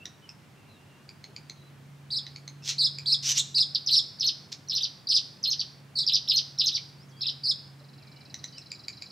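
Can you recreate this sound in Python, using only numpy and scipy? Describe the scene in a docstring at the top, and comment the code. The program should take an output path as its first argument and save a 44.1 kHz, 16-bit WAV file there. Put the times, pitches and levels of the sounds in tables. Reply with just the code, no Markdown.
"""Quiet town air, a wavering low hum and far whistles lie behind swallows calling on a yard fence by a wall.
Short chips come first, then warbles, harsh rasps, lone falling notes, runs of four and arched whistles.
Near the end a far bird trills and the chips return. Calls are gliding tones with overtones; rasps add
throbbing noise. The wall throws each call back at once and the yard's scattered echoes die away within
half a second."""
import sys
import numpy as np
from scipy import signal
from scipy.fft import rfft, irfft
from scipy.io import wavfile
from scipy.ndimage import uniform_filter1d

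SR = 44100
rng = np.random.default_rng(int(sys.argv[2]) if len(sys.argv) > 2 else 0)


def wav_out(sig):
    """Save sig, one row per channel (or a flat mono array), as 16-bit PCM at SR to the path in sys.argv[1]."""
    wavfile.write(sys.argv[1], SR, np.round(np.clip(np.atleast_2d(sig).T, -1, 1) * 32767).astype(np.int16))


N = 401751  # samples


def amp(db):
    """Decibels to amplitude."""
    return 10 ** (np.asarray(db) / 20)


def evened(x):
    """Brings a signal to an rms of 1."""
    return x / np.sqrt(np.mean(x ** 2) + 1e-20)


def wobble(count, span):
    """Smooth chance of rms 1 that changes over about span samples."""
    smooth = uniform_filter1d(rng.standard_normal(count), span)
    return evened(uniform_filter1d(smooth, span))


def read(points, hz):
    """Reads a curve of (Hz, value) points along a logarithmic frequency axis."""
    point_hz, value = np.transpose(points)
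    return np.interp(np.log(hz + 1), np.log(point_hz + 1), value)


def follow(points, t):
    """Reads a curve of (seconds, value) points at the times t."""
    return np.interp(t, *np.transpose(points))


def add(mix, s, sound):
    """Lays a sound into the mix at s seconds, cut off at the end of the mix."""
    part = mix[round(s * SR):][:len(sound)]
    part += sound[:len(part)]


def steps(length):
    """Runs from 0 to 1 over a length in seconds."""
    return np.linspace(0, 1, round(length * SR))


def swell(u, rise, fall):
    """Soft start and end over the given shares of a sound."""
    edge = np.minimum(u / rise, (1 - u) / fall)
    return np.sin(np.pi / 2 * np.clip(edge, 0, 1)) ** 2


def sing(hz, partials_db, unsteady=.5):
    """A tone on the pitch curve hz; its overtones flicker and take the colour of the beak."""
    # What the beak passes of overtones. Each row: frequency in Hz, gain in dB.
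    beak = [(6500, 3), (8000, 0.5), (10000, -15.5), (12600, 8.5), (14200, -23)]
    turn = 2 * np.pi * (np.cumsum(hz) / SR + rng.random())
    hiss = np.diff(rng.standard_normal(len(hz) + 1))  # air hissing past the voice
    tone = amp(partials_db[0]) * np.sin(turn) + amp(-47) * hiss
    for partial, db in enumerate(partials_db[1:], start=2):
        flicker = 1 + unsteady * wobble(len(hz), 12)
        level = amp(db + read(beak, partial * hz))
        tone = tone + level * flicker * np.sin(partial * turn)
    return tone


def far_birds():
    """Faint wavering glides, low blips, and a trill of V-shaped notes."""
    # Far whistles. Each row: start in seconds, length in seconds, start pitch in Hz, end pitch in Hz, level in dB.
    far_whistles = [(0, 0.037, 2740, 2700, -50), (0.221, 0.046, 3070, 2930, -58),
                    (0.511, 0.54, 2674, 2822, -67), (0.68, 0.095, 4120, 3760, -64),
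                    (1.56, 0.13, 3940, 3940, -62.5), (3.095, .022, 5250, 5750, -41),
                    (6.978, 0.06, 4270, 5560, -56), (7.084, 0.043, 6840, 4300, -60),
                    (7.11, 0.13, 3290, 3350, -61), (7.158, 0.07, 4390, 5500, -57),
                    (7.993, 0.045, 2800, 2320, -64), (8.03, 0.22, 2320, 2340, -66),
                    (8.25, .07, 2540, 2680, -67) , (8.138, 0.084, 2920, 2900, -67),
                    (8.521, 0.071, 3040, 3030, -63), (8.531, 0.052, 4560, 5100, -51.5)]
    # Faint low blips. Each row: start in seconds, length in seconds, pitch in Hz, level in dB.
    blips = [(1.285, .025, 390, -56), (7.808, .02, 570, -55)]
    # The growing level of the trill. Each row: time in seconds, level in dB.
    trill_level = [(7.8, -56.5), (8.3, -49), (9.1, -44)]
    out = np.zeros(N)
    for s, length, start_hz, end_hz, db in far_whistles:
        u = steps(length)
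        hz = start_hz + (end_hz - start_hz) * u + 55 * wobble(len(u), 250)
        level = amp(db + 1.6 * wobble(len(u), 500))
        add(out, s, level * sing(hz, [0]) * swell(u, 0.15, 0.076))
    for s, length, hz, db in blips:
        u = steps(length)
        add(out, s, amp(db) * np.sin(2 * np.pi * hz * length * u) * swell(u, 0.15, 0.26))
    u = steps(.019)
    v_hz = np.interp(u, [0, .6, .75, 1], [5900, 3950, 4050, 6500])
    k = np.arange(30)
    trill_s, gap_s, hurry_s = 7.791, .0462, 3.7e-5
    # the trill speeds up a little: each gap is twice hurry_s shorter than the one before
    for s in trill_s + (gap_s - hurry_s * k) * k:
        add(out, s, amp(follow(trill_level, s)) * sing(v_hz, [0]) * swell(u, .3, .2))
    return out


def hum():
    """A low machine tone with a weak octave, a little unsteady in pitch and level."""
    # The slow drift of the hum's pitch. Each row: time in seconds, pitch in Hz.
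    pitch = [(0, 142.1), (9.11, 138)]
    # The rise and fall of the hum. Each row: time in seconds, rms level in dB before the wavering.
    loudness = [(0, -66.5), (1.8, -52), (3.2, -46.5), (4.1, -57), (5, -59), (6.2, -54), (7.9, -51.5),
                (8.9, -60)]
    t = np.arange(N) / SR
    hz = follow(pitch, t) + 1.46 * wobble(N, 2500)
    turn = 2 * np.pi * np.cumsum(hz) / SR
    level = np.sqrt(2) * amp(follow(loudness, t) + 0.32 * wobble(N, 2500))
    return level * (np.sin(turn) + amp(-30.5) * np.sin(2 * turn))


def air():
    """Town air on two sides: random short-time spectra with faint drifting patches."""
    # The colour of the air. Each row: frequency in Hz, relative level in dB per Hz.
    colour = [(20, -46), (60, -30.5), (110, -4), (200, -9), (480, -20), (1350, -23), (2300, -26),
              (3500, -29.5), (15700, -44.5)]
    # How alike left and right are. Each row: frequency in Hz, likeness from 0 to 1.
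    likeness = [(25, 0.69), (90, .95), (300, 0.71), (1500, 0.54), (8000, 0.67)]
    frames, hz = N // 512 + 5, np.fft.rfftfreq(2048, 1 / SR)
    a, b, c, d, patches = rng.standard_normal((frames, 1025, 5)).T
    patches = uniform_filter1d(patches, 20, 0)  # across frequency
    patches = evened(uniform_filter1d(patches, 12, 1))  # across time
    same = np.clip(read(likeness, hz), -1, 1)[:, None]
    left, other = a + 1j * b, c + 1j * d
    right = same * left + np.sqrt(1 - same ** 2) * other
    spectra = np.array([left, right]) * amp(read(colour, hz)[:, None] + 0.5 * patches)
    sound = signal.istft(spectra, nperseg=2048, noverlap=1536)[1][:, :N]
    return amp(-54.5) * evened(sound)


def chip(db, hz, third_db):
    """A few milliseconds of a low, rich tone with a strong second partial and a noisy snap."""
    u = steps(0.0035)
    partials_db = [-3, 3, third_db, third_db - 22, -28, -32]
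    tone = sing(hz * (1 + 0.093 * (u - .5)), partials_db, unsteady=.22)
    snap = amp(third_db - 20) * rng.standard_normal(len(u))
    return amp(db - 5) * (tone + snap) * swell(u, 0.24, 0.077)


def warble(climb, db, opening_db, start_hz, hump_hz, dip_hz, dip, top_hz):
    """Fast vibrato over a hump that sags, a jump to the top, then a clean slide down."""
    # The opening. Each row: share of the climb's time, level in dB, vibrato depth as a share of pitch.
    opening = [(0, -5, 0.054), (.12, -6, 0.049), (.33, 0, 0.078), (.7, -2.5, .07)]
    slide_s, slide_bend, slide_end_hz = .023, .82, 3300
    t = np.arange(round((climb + slide_s) * SR)) / SR
    share, level_db, depth = np.transpose(opening)
    at = np.append(share * climb, climb)
    slide = np.clip((t - climb) / slide_s, 0, 1)
    # the hump comes early; the jump from the dip lands just under the top
    turning_points = [0, .15, dip, dip + .14, 1]
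    hz = np.interp(t / climb, turning_points, [start_hz, hump_hz, dip_hz, .94 * top_hz, top_hz])
    hz = hz - (top_hz - slide_end_hz) * np.sin(np.pi / 2 * slide) ** slide_bend
    hz = uniform_filter1d(hz, size=150)
    vibrato_turns = 225 * t + 0.071 * wobble(len(t), 200) + rng.random()
    shake = np.interp(t, at, np.append(depth, .02)) * (1 - slide) ** 8
    shake = shake * np.sin(2 * np.pi * vibrato_turns)
    level = amp(db + np.interp(t, at, np.append(level_db + opening_db, 0)) - 14.5 * slide)
    throb = 1 + 6 * shake  # louder at the top of each shake
    return level * throb * sing(hz * (1 + shake), [0, -21, -42]) * swell(t / t[-1], .06, .05)


def rasp(rows):
    """Chaotic voicing: throbbing broad noise around a wavering tone that can clear up."""
    # The colour of the noise. Each row: frequency in Hz, relative level in dB per Hz.
    noise_colour = [(900, -27), (1500, -17.5), (3600, 0.5), (6000, 3), (9200, -21), (15000, -28.5)]
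    s, level_db, hz, clear = np.transpose(rows)
    t = np.arange(s[0], s[-1], 1 / SR)
    clear = np.clip(np.interp(t, s, clear), 0, 1)
    noise = rng.standard_normal(len(t))
    colour = amp(read(noise_colour, np.fft.rfftfreq(len(t), 1 / SR)))
    broad = irfft(rfft(noise) * colour, len(t))
    wavering_hz = np.interp(t, s, hz) * (1 + 0.081 * (1 - clear) * wobble(len(t), 70))
    tone = sing(wavering_hz, [34 * clear ** 2 - 19, 2, -18, -22])
    throb = amp(1.22 * (2.0 - clear ** 2) * wobble(len(t), 90))
    voice = throb * ((1 - clear) * evened(broad) + clear * evened(tone))
    return amp(np.interp(t, s, level_db)) * voice * signal.windows.tukey(len(t), .1)


def note(db, start_hz, end_hz, length, hook_hz, bend):
    """Hooks up to its pitch and then drops ever faster, fading as it falls."""
    u = steps(length)
    hook = hook_hz * np.exp(-u / .16)
    hz = start_hz - hook + (end_hz - start_hz) * u ** bend
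    return amp(db - 12 * u ** 2) * sing(hz, [0, -35, -41]) * swell(u, .18, .2)


def run_of_notes(db, lead_db, lead_hz, second_hz, lift_hz, spacing):
    """A high lead, a loud held note, then two steeper slides, each lower."""
    # The four notes. Each row: delay in spacings, level in dB, start pitch in Hz before the run's own
    # pitch or lift is added, end pitch in Hz, length in seconds.
    four_notes = [(0, 4, 30, 4200, .0085), (0.989, 4.5, 8.6, 3100, .0098), (2.051, 2.5, 5500, 2740, .0085),
                  (2.95, 2, 4560, 2513, .009)]
    # Their shapes. Each row: upward hook at the start in Hz, bend of the fall (1 is straight).
    shapes = [(700, 2.8), (400, 2.7), (250, 1.5), (200, 1.3)]
    out = np.zeros(SR // 10)
    own = [(lead_db, lead_hz), (0, second_hz), (0, lift_hz), (0, lift_hz)]
    for row, shape, (own_db, own_hz) in zip(four_notes, shapes, own):
        delay, step_db, hz, end_hz, length = row
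        sound = note(db + step_db + own_db, hz + own_hz, end_hz, length, *shape)
        add(out, delay * spacing, sound)
    return out


def arch(length, top_hz, db):
    """A whistle that climbs quickly, holds, and dips at the end."""
    u = steps(length)
    climb = .54 * np.exp(-u * length / .0051)  # share of pitch, over a time in s
    dip = .37 * np.exp((u - 1) * length / .00234)
    hz = top_hz * (1 - climb - dip)
    return amp(db) * sing(hz, [0, -33, -29]) * swell(u, .35, .15)


def swallows():
    """All near calls, dry, each placed at its time."""
    # Each row: start in seconds, level in dB, pitch in Hz, third partial in dB before the beak's colour.
    chips = [(0.055, -33.5, 1892, 4), (0.2912, -36.5, 2630, -14), (1.0907, -38.5, 2340, -12),
             (1.2407, -36, 2140, -8), (1.363, -33.5, 2330, -9), (1.497, -35, 2087, -1.5),
             (2.266, -35.5, 1970, -7), (2.36, -35.5, 2230, -9), (2.4776, -35, 2100, -0.5),
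             (2.985, -29, 2395, -8), (3.123, -33, 2550, -12), (3.5805, -27, 2730, -14),
             (8.342, -33.5, 1970, 4.5), (8.441, -32.5, 1980, 3.5), (8.5814, -35.5, 2680, -8),
             (8.717, -29, 2387, -5.5), (8.882, -27, 2330, -7), (9.0218, -32, 2350, -8.5)]
    # Each row: start in seconds, time to the pitch top in seconds, level in dB, opening level in dB added
    # to it, start pitch in Hz, early hump in Hz, dip in Hz, dip as share of the time, top in Hz.
    warbles = [(2.102, .073, -23.5, -4, 3200, 4700, 3900, .73, 5250),
               (2.780, .075, -17.5, -1, 3800, 4750, 3750, .7, 5200),
               (3.056, .076, -14.5, -7, 3100, 4600, 3950, .75, 5250),
               (3.543, .071, -16, -3, 3500, 4900, 3800, .7, 5200),
               (3.908, .07, -13.5, -5, 3400, 4700, 3800, .62, 5350),
               (5.083, .071, -16.5, -6, 4300, 5100, 4000, .6, 5150),
               (5.953, .068, -25, 1, 4500, 4500, 3800, .72, 4820),
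               (7.433, .069, -17.5, -6, 4400, 4850, 4200, .64, 5200)]
    # One table a rasp. Each row: time in seconds, level in dB, voice pitch in Hz, clear share from 0 to 1.
    rasps = [
        [(2.62, -54, 2700, 0.95), (2.665, -37.5, 2585, 0.02), (2.695, -25.5, 2000, 0.32),
         (2.745, -44, 2067, 0.63)],
        [(3.224, -39.5, 2670, 0.3), (3.262, -26, 2837, 0.47), (3.31, -21.5, 2970, 0.57),
         (3.33, -25.5, 3010, 0.6)],
        [(3.345, -39.5, 2894, 0.06), (3.380, -18, 2800, 0.66), (3.388, -24, 3900, .85), (3.392, -28, 3350, .85),
         (3.395, -27.5, 4250, 0.95), (3.409, -29, 3150, 0.92) ],
        [(4.518, -37, 2056, 0.42), (4.53, -27.5, 1920, 0.39)],
    ]
    # Lone sliding notes. Each row: start in seconds, level in dB, start pitch in Hz, end pitch in Hz,
    # length in seconds.
    lone_notes = [(3.7476, -16.5, 5460, 3110, 0.0076), (3.755, -14.5, 5080, 2920, 0.0077),
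                  (4.187, -40, 4760, 3790, 0.012), (4.675, -45, 4430, 3800, 0.0084),
                  (5.0702, -25, 4930, 3550, 0.013), (5.9875, -18, 5500, 3900, 0.011),
                  (6.578, -36, 4250, 3380, 0.0064), (6.777, -40, 2460, 1860, .009),
                  (7.208, -31, 4650, 3100, 0.008), (7.2144, -24, 5540, 2920, 0.02),
                  (7.231, -24, 4400, 3180, 0.0096), (7.241, -40, 2570, 3030, 0.016),
                  (7.256, -23.5, 4000, 2900, 0.0105), (7.265, -22.5, 5350, 3610, 0.022),
                  (7.283, -21, 4290, 2670, 0.012), (7.296, -27, 5610, 3670, 0.011)]
    # The shape of a lone note: upward hook at the start in Hz, bend of the fall (1 is straight).
    lone_shape = (49, 1.36)
    # Runs of four falling notes. Each row: start in seconds, level in dB, lead note's level in dB added to it,
    # lead pitch in Hz, second pitch in Hz, lift of the last two in Hz, spacing in seconds.
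    runs = [(3.862, -21.5, -10, 6160, 5340, 102, 0.0096), (3.931, -22.5, -4, 6000, 5420, 506, 0.0074),
            (4.1973, -22.5, -10, 6120, 5380, 88, 0.01), (4.264, -19.5, -6.5, 6260, 5320, 400, 0.0082),
            (4.685, -26, -10, 6020, 5420, 200, 0.011), (4.751, -22, -6, 5970, 5260, 503, 0.0091),
            (4.824, -23, -10.5, 6184, 4950, 443, 0.0081), (5.090, -21, -8, 6010, 5280, 101, 0.01),
            (5.155, -20, -10, 6200, 5100, 529, 0.0084), (5.429, -22.5, -13, 6240, 5290, 0, 0.0088),
            (5.503, -22.5, -8, 6520, 5470, 698, 0.009), (5.585, -24, -15, 5340, 4800, 487, .0088),
            (6.065, -19.5, -4, 5570, 4970, -100, .0097), (6.135, -17.5, -2.5, 5560, 5090, 594, 0.0089),
            (6.286, -17.5, -6, 5590, 5270, -350, 0.0099), (6.360, -18, -8, 6380, 5190, 534, 0.0087),
            (6.586, -18.5, -6, 5740, 5300, -100, 0.0089), (6.659, -19.5, -7, 6480, 5350, 547, 0.0092),
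            (6.741, -22.5, -8.5, 5726, 4980, 534, 0.0081)]
    # Arched whistles between the runs. Each row: start in seconds, length in seconds, top in Hz, level in dB.
    arches = [(3.899, 0.032, 4350, -26), (4.236, 0.029, 4495, -22.5), (4.726, 0.028, 4310, -27.5),
              (4.803, 0.025, 3996, -28.5), (5.463, 0.041, 4315, -25), (6.117, 0.019, 4360, -22.5),
              (6.274, 0.015, 4630, -30), (6.323, 0.04, 4280, -24), (6.633, 0.024, 4290, -24),
              (6.714, 0.027, 4050, -32.5)]
    out = np.zeros(N)
    for call, table in [(chip, chips), (warble, warbles), (run_of_notes, runs), (arch, arches)]:
        for s, *row in table:
            add(out, s, call(*row))
    for rows in rasps:
        add(out, rows[0][0], rasp(rows))
    for s, *row in lone_notes:
        add(out, s, note(*row, *lone_shape))
    return out


def yard(x):
    """Two wall echoes, and sparse taps of random sign that die away fast and then slowly."""
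    at = np.arange(200, SR // 2, 20)
    t = at / SR
    fast = amp(-5 - 60 * t / .06)
    slow = amp(-30 - 60 * t / .5)
    fade = (fast + slow) * np.minimum(t / .023, 1)  # the scattered echoes take 23 ms to build up
    taps = np.zeros((2, SR // 2 + 20))
    signs = rng.choice([-1., 1.], (3, len(at)))
    place = at + rng.integers(0, 20, len(at))
    taps[:, place] = fade * (signs[0] + 0.42 * signs[1:])  # partly shared by both sides
    taps[:, round(.0082 * SR)] = amp([-8, -9])  # wall echoes, left and right
    taps[:, round(.0165 * SR)] = amp([-16, -15])
    rough_walls = signal.butter(1, 7500, fs=SR, output="sos")  # they swallow treble
    taps = signal.sosfilt(rough_walls, taps)
    return signal.fftconvolve(x[None], taps, axes=1)[:, :N]


def scene():
    """Calls and their echoes over hum and air, the right side a little louder."""
    far, near = far_birds(), swallows()
    echoes = yard(near + 0.92 * far)
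    return (near + far + echoes + hum()) * amp([[-.5], [.5]]) + air() * amp([[-.3], [.3]])


def record(dry):
    """The band limit: a steep low-pass takes away what lies above 15.8 kHz."""
    low_pass = signal.firwin(511, 15800, window=("kaiser", 9), fs=SR)
    return signal.oaconvolve(dry, low_pass[None], "same")


dry = scene()
out = record(dry)
wav_out(out)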